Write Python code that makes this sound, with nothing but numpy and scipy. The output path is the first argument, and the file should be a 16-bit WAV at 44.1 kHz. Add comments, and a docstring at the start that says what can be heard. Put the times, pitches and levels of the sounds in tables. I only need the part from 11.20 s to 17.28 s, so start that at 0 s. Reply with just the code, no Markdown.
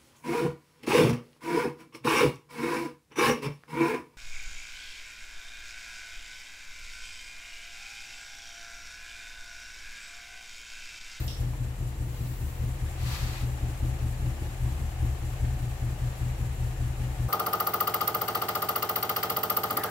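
"""A garage, beside the open rear door of a car whose V8 idles with a misfire.
Unequal firings kick the booms of exhaust and room, five chugs a second, each followed by a puff of gas noise.
Resonant noise makes the whirr of the engine bay, short struck modes its ticking; hiss and thin whines lie behind.
Decaying noise clicks and rattles at first, with a knock and a squeak; grainy noise is the swish of a jacket
as the person holding the microphone turns toward the open garage door."""
import sys
import numpy as np
from scipy import signal
from scipy.fft import rfft, irfft
from scipy.io import wavfile
from scipy.ndimage import uniform_filter1d

SR = 44100
rng = np.random.default_rng(int(sys.argv[2]) if len(sys.argv) > 2 else 0)


def log_audio(samples):
    """Write samples as a 16-bit WAV file to the path given in sys.argv[1]."""
    # one column per channel
    frames = np.atleast_2d(samples).T
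    # limit to full scale, then quantise
    limited = np.clip(frames, -1, 1)
    pcm = np.round(limited * 32767).astype(np.int16)
    wavfile.write(sys.argv[1], SR, pcm)


N = 268304
TIME, FREQ = np.arange(N) / SR, np.fft.rfftfreq(N, 1 / SR)
TURNED = np.interp(TIME, [1.3, 2.1], [0, 1])  # 0 facing the cabin, 1 facing the garage door


def from_db(db):
    """Decibels to gain."""
    return 10 ** (np.asarray(db) / 20)


def spectrum(rows, axis=1):
    """One column of a table over frequency, joined on a log axis."""
    table = np.transpose(rows)
    return np.interp(np.log(FREQ + 1), np.log(table[0]), table[axis])


def curve(rows, axis=1):
    """One column of a table over time, joined by straight lines."""
    table = np.transpose(rows)
    return np.interp(TIME, table[0], table[axis])


def drift(rate_hz):
    """Random wander of unit size: noise with little left above the given rate."""
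    wander = irfft(rfft(rng.standard_normal(N)) * np.exp(-(FREQ / rate_hz) ** 2), N)
    return wander / wander.std()


# likeness of left and right in diffuse sound: (frequency [Hz], correlation [0-1])
LEFT_RIGHT_LIKENESS = [(125, 0.9), (250, 0.86), (500, 0.74), (900, 0.17), (2000, 0)]


def noise(density_db):
    """Two-channel room noise of a given density [dB/Hz], alike mainly in the bass."""
    left, other = rfft(rng.standard_normal((2, N)))
    alike = np.clip(spectrum(LEFT_RIGHT_LIKENESS), 0, 1)
    right = alike * left + np.sqrt(1 - alike ** 2) * other
    return irfft(np.array([left, right]) * from_db(density_db), N) * np.sqrt(SR / 2)


def ripple(depth_db, spacing_hz):
    """Reflections comb a spectrum into fixed narrow peaks and dips, different at each port."""
    size = max(2, int(spacing_hz * N / SR))
    comb = rng.standard_normal((2, len(FREQ)))
    for _ in range(2):
        comb = uniform_filter1d(comb, size, axis=1)
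    # full depth only above 1200 Hz
    return depth_db * comb / comb.std() * np.clip(FREQ / 1200, 0, 1)


def impulses(times, sizes):
    """A train of impulses that begins one second early, so that rings are already under way."""
    at = np.clip(np.round((np.asarray(times) + 1) * SR).astype(int), 0, N + SR)
    return np.bincount(at, sizes, N + SR + 1)[:-1]


def strike(times, sizes, modes):
    """Blows that ring a set of dying modes."""
    t = np.arange(SR // 3) / SR
    ring = 0
    for hz, db, t60 in modes:
        decay = np.exp(-np.log(1000) * t / t60)
        ring = ring + from_db(db) * decay * np.sin(2 * np.pi * hz * t)
    return signal.oaconvolve(impulses(times, sizes), ring)[SR:SR + N]


def garage(x, wet_db, t60):
    """Direct sound and a diffuse, exponentially dying tail for each port."""
    t = np.arange(SR // 2) / SR
    tail = rng.standard_normal((2, len(t))) * np.exp(-np.log(1000) * t / t60)
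    tail /= np.linalg.norm(tail, axis=1, keepdims=True)
    return x + from_db(wet_db) * signal.oaconvolve(x[None], tail, axes=1)[:, :N]


# balance as the microphone turns, also played by the engine layers below:
# (time [s], gas gain [dB], engine bay gain [dB], hiss gain [dB], exhaust gain [dB])
FACING_GAINS = [(0, 3.5, -1.5, 1.5, -2.5), (.4, 2, -2, -2, -1.5), (1.1, 4.5, -3, -1.5, -4),
                (1.7, 2, 0.5, 0, -0.9), (3, 2.1, 0.24, 0.1, -0.5), (6.08, 0.4, 0.5, -0.4, 0.46)]
# high hiss before its gains: (frequency [Hz], density [dB/Hz])
HISS_SPECTRUM = [(1500, -115), (4500, -100), (7000, -97), (10000, -94.5), (16000, -100)]


def hiss(starts, dip_db=2.0, trough=0.85, crank_db=0.3, flicker_db=1.0):
    """A high hiss that sags once in every chug and throbs with each crank turn."""
    chug_position = np.interp(TIME, starts, np.arange(len(starts)))
    angle = 2 * np.pi * (chug_position - trough)
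    sag_db = dip_db * (np.cos(angle / 2) ** 4 - 3 / 8)  # 3/8 is the mean of cos^4
    throb_db = crank_db * np.cos(2 * angle)
    air = noise(spectrum(HISS_SPECTRUM) + ripple(depth_db=2.0, spacing_hz=40))
    return air * from_db(curve(FACING_GAINS, axis=3) - sag_db - throb_db + flicker_db * drift(30))


# faint whines before their waver:
# (frequency [Hz], level facing the cabin [dB], level facing the door [dB], wander [Hz])
WHINE_LINES = [(482, -60, -70, 1.5), (890, -69, -69, 2), (2639, -78, -76, 4), (4000, -77, -76, .5),
               (6000, -82, -82, .5)]


def whines(waver_db=2):
    """Thin wandering sines from pump and electrics, changing as the microphone leaves the cabin."""
    total = 0
    for hz, cabin_db, door_db, wander in WHINE_LINES:
        level_db = cabin_db + TURNED * (door_db - cabin_db) + waver_db * drift(7.8)
        phase = 2 * np.pi * np.cumsum(hz + wander * drift(6.6)) / SR
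        total = total + np.sqrt(2) * from_db(level_db) * np.sin(phase)  # root 2: levels are RMS
    return total


# click of a small metal part, then its rattles: (time [s], gain [dB], t60 [s])
CLICK_AND_RATTLES = [(0.08, 9, 0.021), (0.084, 0, 0.54), (0.102, -6.5, 0.32)]
# crowded ring of that part, before the gains above: (frequency [Hz], density [dB/Hz])
CLICK_RING = [(1500, -105), (2700, -83), (3200, -78.5), (4400, -84), (5600, -76.5), (6500, -100),
              (12000, -102)]
# soft knock on the trim: (time [s], level [dB])
TRIM_KNOCKS = [(.335, -40)]
# modes of the knocked trim: (frequency [Hz], gain [dB], t60 [s])
TRIM_RING = [(840, -2, 0.044), (990, -5, .04), (2300, -10, .03)]
# thin squeak, its pitch before a random wander: (time [s], frequency [Hz], level [dB])
SQUEAK_GLIDE = [(0, 13560, -53), (.07, 13550, -50), (.11, 13900, -75), (.15, 13000, -84)]


def handling():
    """Noise dying in steps makes a rattling click; struck modes knock and a gliding sine squeaks."""
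    decay = 0
    for start_s, db, t60 in CLICK_AND_RATTLES:
        decay = decay + (TIME >= start_s) * from_db(db - 60 * abs(TIME - start_s) / t60)
    rattle = noise(spectrum(CLICK_RING) + ripple(depth_db=4.0, spacing_hz=80)) * decay
    knock_s, knock_db = np.transpose(TRIM_KNOCKS)
    knock = strike(knock_s, from_db(knock_db), TRIM_RING)
    squeak_hz = curve(SQUEAK_GLIDE) + 35 * drift(150)
    squeak = np.sin(2 * np.pi * np.cumsum(squeak_hz) / SR) * from_db(curve(SQUEAK_GLIDE, axis=2))
    squeak = squeak * (TIME < SQUEAK_GLIDE[-1][0])
    return rattle + garage(knock + squeak, wet_db=-2, t60=.25)


# strokes of the jacket: (time of peak [s], rise [s], fall [s], swish gain [dB], airy brushing gain [dB])
JACKET_STROKES = [(0.0, .05, 0.11, -8, -4), (1.06, 0.21, 0.18, -16, -12), (1.12, .38, .58, -22, -2),
                  (1.95, .19, 0.24, 0, -6), (2.19, 0.17, 0.095, -5, -20)]
# full swish of the cloth, before the stroke gains: (frequency [Hz], density [dB/Hz])
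SWISH_SPECTRUM = [(150, -100), (500, -89), (1000, -70), (1300, -75), (1900, -75), (2600, -73),
                  (3400, -77.5), (4500, -74), (7000, -87), (10000, -89), (16000, -90)]
# airy hiss of a light touch, before the stroke gains: (frequency [Hz], density [dB/Hz])
AIRY_SPECTRUM = [(3000, -115), (9000, -100), (12200, -90.5), (13500, -93), (16000, -89)]


def jacket(grain_db=-0.4, catch_db=0.65, roundness=0.93):
    """Cloth slides over cloth in a fine grain, catching at folds; a light touch gives only an airy hiss."""
    swish, airy = 0, 0
    for peak_s, rise, fall, swish_db, airy_db in JACKET_STROKES:
        speed = np.interp(TIME, [peak_s - rise, peak_s, peak_s + fall], [0, 1, 0]) ** roundness
        # overlapping strokes add as powers
        swish = np.hypot(swish, speed * from_db(swish_db))
        airy = np.hypot(airy, speed * from_db(airy_db))
    grain = from_db(grain_db * drift(300) + catch_db * drift(46))
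    cloth = noise(spectrum(SWISH_SPECTRUM) + ripple(depth_db=2.5, spacing_hz=70))
    return cloth * swish * grain + noise(spectrum(AIRY_SPECTRUM)) * airy


# whirr of fan and belts, before its gains: (frequency [Hz], density [dB/Hz])
WHIRR_SPECTRUM = [(100, -133), (350, -76.5), (620, -77.5), (860, -78.5), (1000, -81), (1300, -84.5),
                  (1700, -83), (2400, -85.5), (3300, -89.5), (5000, -92), (8000, -102), (16000, -112)]
# resonances of the bay, at full height once turned: (frequency [Hz], width [Hz], height above the whirr [dB])
BAY_RESONANCES = [(340, 21, 6), (560, 71, 2.5), (758, 66, 7.5), (841, 11, 9.5), (1700, 52, 2.5),
                  (2670, 740, 0.5)]
# engine cover and valve gear, before the tick level: (frequency [Hz], gain [dB], t60 [s])
VALVE_RING = [(1135, 13.5, 0.0077), (1750, 1, 0.0073), (2640, -0.5, 0.0057), (3550, -7, 0.0027),
              (5800, 0, .006)]


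def engine_bay(times, flutter_db=0.71, tick_db=-60, tick_spread_db=2.0, shielded=0.44):
    """Fan and belts whirr in the bay's resonances; valves tick twice for every firing."""
    peaks_db = 0
    for hz, width, db in BAY_RESONANCES:
        peaks_db = peaks_db + db / (1 + (2 * (FREQ - hz) / width) ** 2)
    body_db = spectrum(WHIRR_SPECTRUM) + ripple(depth_db=2.0, spacing_hz=24.8)
    # the car body hides much of the resonances until the microphone leaves the cabin
    open_whirr = np.sqrt(TURNED) * noise(body_db + peaks_db)
    shielded_whirr = np.sqrt(1 - TURNED) * noise(body_db + shielded * peaks_db)
    whirr = (open_whirr + shielded_whirr) * from_db(flutter_db * drift(48))
    # one tick with each firing, one midway to the next
    closings = np.concatenate([times, (times[1:] + times[:-1]) / 2])
    closing_db = tick_db + tick_spread_db * rng.standard_normal(len(closings))
    ticks = strike(closings, from_db(closing_db), VALVE_RING)
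    return (whirr + garage(ticks, wet_db=-3, t60=0.16)) * from_db(curve(FACING_GAINS, axis=2))


# exhaust gas, before the facing gain: (frequency [Hz], density [dB/Hz])
GAS_SPECTRUM = [(15, -85), (30, -76), (52, -60.5), (90, -65), (155, -63), (185, -71.5), (235, -69.5),
                (270, -73), (320, -68.5), (420, -83), (900, -94), (3000, -120)]


def gas(times, sizes, delay=.026, puff_s=0.015):
    """A puff of turbulent gas leaves the tailpipe after each firing, over a weak steady flow."""
    t = np.arange(SR // 5) / SR
    puff = t / puff_s * np.exp(-t / puff_s)
    puffs = signal.oaconvolve(impulses(times + delay, sizes ** 2), puff)[SR:SR + N]
    flow = np.sqrt(abs(puffs) + .015)  # the constant is the steady flow
    flow = flow / np.sqrt(np.mean(flow ** 2))
    return noise(spectrum(GAS_SPECTRUM)) * flow * from_db(curve(FACING_GAINS))


# the idle hunts around its set speed: (time [s], crank speed [turns/min])
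IDLE_SPEED = [(0, 598.2), (.9, 599.4), (1.4, 574.8), (2.0, 599.2), (2.8, 609.1), (3.8, 592.2), (4.9, 618.2),
              (5.5, 601.3), (6.08, 624.5)]
# in two spells the engine limps, alternate chugs swinging late and early: (time [s], swing [ms])
LIMP_SWING = [(1.1, 0.6), (1.4, 5.5), (2.6, 0.2), (3.7, 5.5), (4.6, -0.5)]
FIRST_CHUG_S = -0.2234  # before the limp shifts it
ACCENT_DB_PER_MS = 0.29  # a late chug burns harder


def chugs():
    """Start and accent of every chug: one per two crank turns, alternately late and early in a limp."""
    t = np.arange(FIRST_CHUG_S, N / SR + .3, 1 / SR)
    turns_per_minute = np.interp(t, *np.transpose(IDLE_SPEED))
    cycles = np.cumsum(turns_per_minute) / (2 * 60 * SR)
    count = np.arange(int(cycles[-1]) + 1)
    even = np.interp(count, cycles, t)
    late_ms = np.interp(even, *np.transpose(LIMP_SWING)) * (-1.) ** count
    return even + late_ms / 1000, ACCENT_DB_PER_MS * late_ms


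# cylinders in firing order, before chance: (strength without catching [0-1], lateness [ms])
CYLINDER_FIRINGS = [(0.89, -0.56), (0.15, -0.1), (0.49, 0.03), (0, -1), (0.36, -2.5), (0.01, 4), (0.15, 2),
                    (0.41, 0.32)]
CATCH, CATCH_SPREAD = 0.12, 0.07  # how far the weak cylinders catch, 0-1, and its change from chug to chug


def firings(starts, accent_db, scatter=0.048, jitter_ms=.2, uneven_db=0.5, lag_ms=0.9):
    """Eight firings a chug, each burning a little differently; the crank lags or hurries mid-cycle."""
    strength, late_ms = np.transpose(CYLINDER_FIRINGS)
    share = np.arange(len(strength)) / len(strength)
    start, length = starts[:-1, None], np.diff(starts)[:, None]
    # one draw a chug, then one draw a firing
    effort, catching, lag = rng.standard_normal((len(start), 3)).T[:, :, None]
    burn, slip = rng.standard_normal((2, len(start), len(strength)))
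    late = late_ms + lag_ms * lag * np.sin(np.pi * share) + jitter_ms * slip
    times = start + length * share + late / 1000
    facing_db = np.interp(start, TIME, curve(FACING_GAINS, axis=4))
    effort_db = facing_db + accent_db[:-1, None] + uneven_db * effort
    catch = np.clip(CATCH + CATCH_SPREAD * catching, 0, 1)
    burnt = strength + catch * (1 - strength) + scatter * burn
    sizes = from_db(effort_db) * burnt
    return times.ravel(), np.maximum(sizes, 0).ravel()


# booms of exhaust and garage, before the overall level: (frequency [Hz], width [Hz], gain [dB])
BOOM_RESONANCES = [(38.76, 4.6, 9.5), (65.5, 7.45, 17.5), (74.34, 4.1, 19.5), (98.7, 4.9, 7.5),
                   (123.43, 7.12, 21.5), (119.85, 15.3, 18)]
# side of each standing wave on which the microphone stands, one per boom: sign [+1 or -1]
BOOM_SIDES = [1, 1, -1, 1, 1, -1]


def exhaust(times, sizes, level_db=20.0):
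    """Each firing kicks the low resonances, which beat against each other."""
    kicks = impulses(times, sizes)
    booms = 0
    for (hz, width, db), side in zip(BOOM_RESONANCES, BOOM_SIDES):
        resonance = signal.iirpeak(hz, hz / width, SR)
        booms = booms + side * from_db(db) * signal.lfilter(*resonance, kicks)
    # the muffler swallows the sharp edge of each kick
    muffler = signal.butter(2, 400, fs=SR, output="sos")
    return from_db(level_db) * signal.sosfilt(muffler, booms)[SR:]


def scene():
    """The idling engine and the small sounds beside it."""
    starts, accent_db = chugs()
    times, sizes = firings(starts, accent_db)
    background = hiss(starts) + whines()
    nearby = handling() + jacket()
    engine = engine_bay(times) + gas(times, sizes) + exhaust(times, sizes)
    return background + nearby + engine


# colour of the two microphone ports: (frequency [Hz], left gain [dB], right gain [dB])
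PORT_COLOUR = [(30, 4, 1.9), (305, -2, -5.5), (3050, 1, -1.5), (5140, -2, -3), (6840, 4, 0.5),
               (7040, 9.5, -4), (7650, 9.5, -6), (8300, -7.5, 6.5), (8540, -2, 2.5), (10600, -2, 0),
               (11840, 5, 3.5), (13000, -3, 4.5), (15600, 6, -14)]
EDGE_HZ = 15800  # upper band limit


def record(dry):
    """Each port colours the sound in its own way; then a steep low-pass limits the band."""
    colour = from_db([spectrum(PORT_COLOUR, axis=1), spectrum(PORT_COLOUR, axis=2)])
    heard = irfft(rfft(dry) * colour, N)
    low_pass = signal.firwin(511, EDGE_HZ, window=("kaiser", 9), fs=SR)
    return signal.oaconvolve(heard, low_pass[None], "same")


dry = scene()
out = record(dry)
log_audio(out)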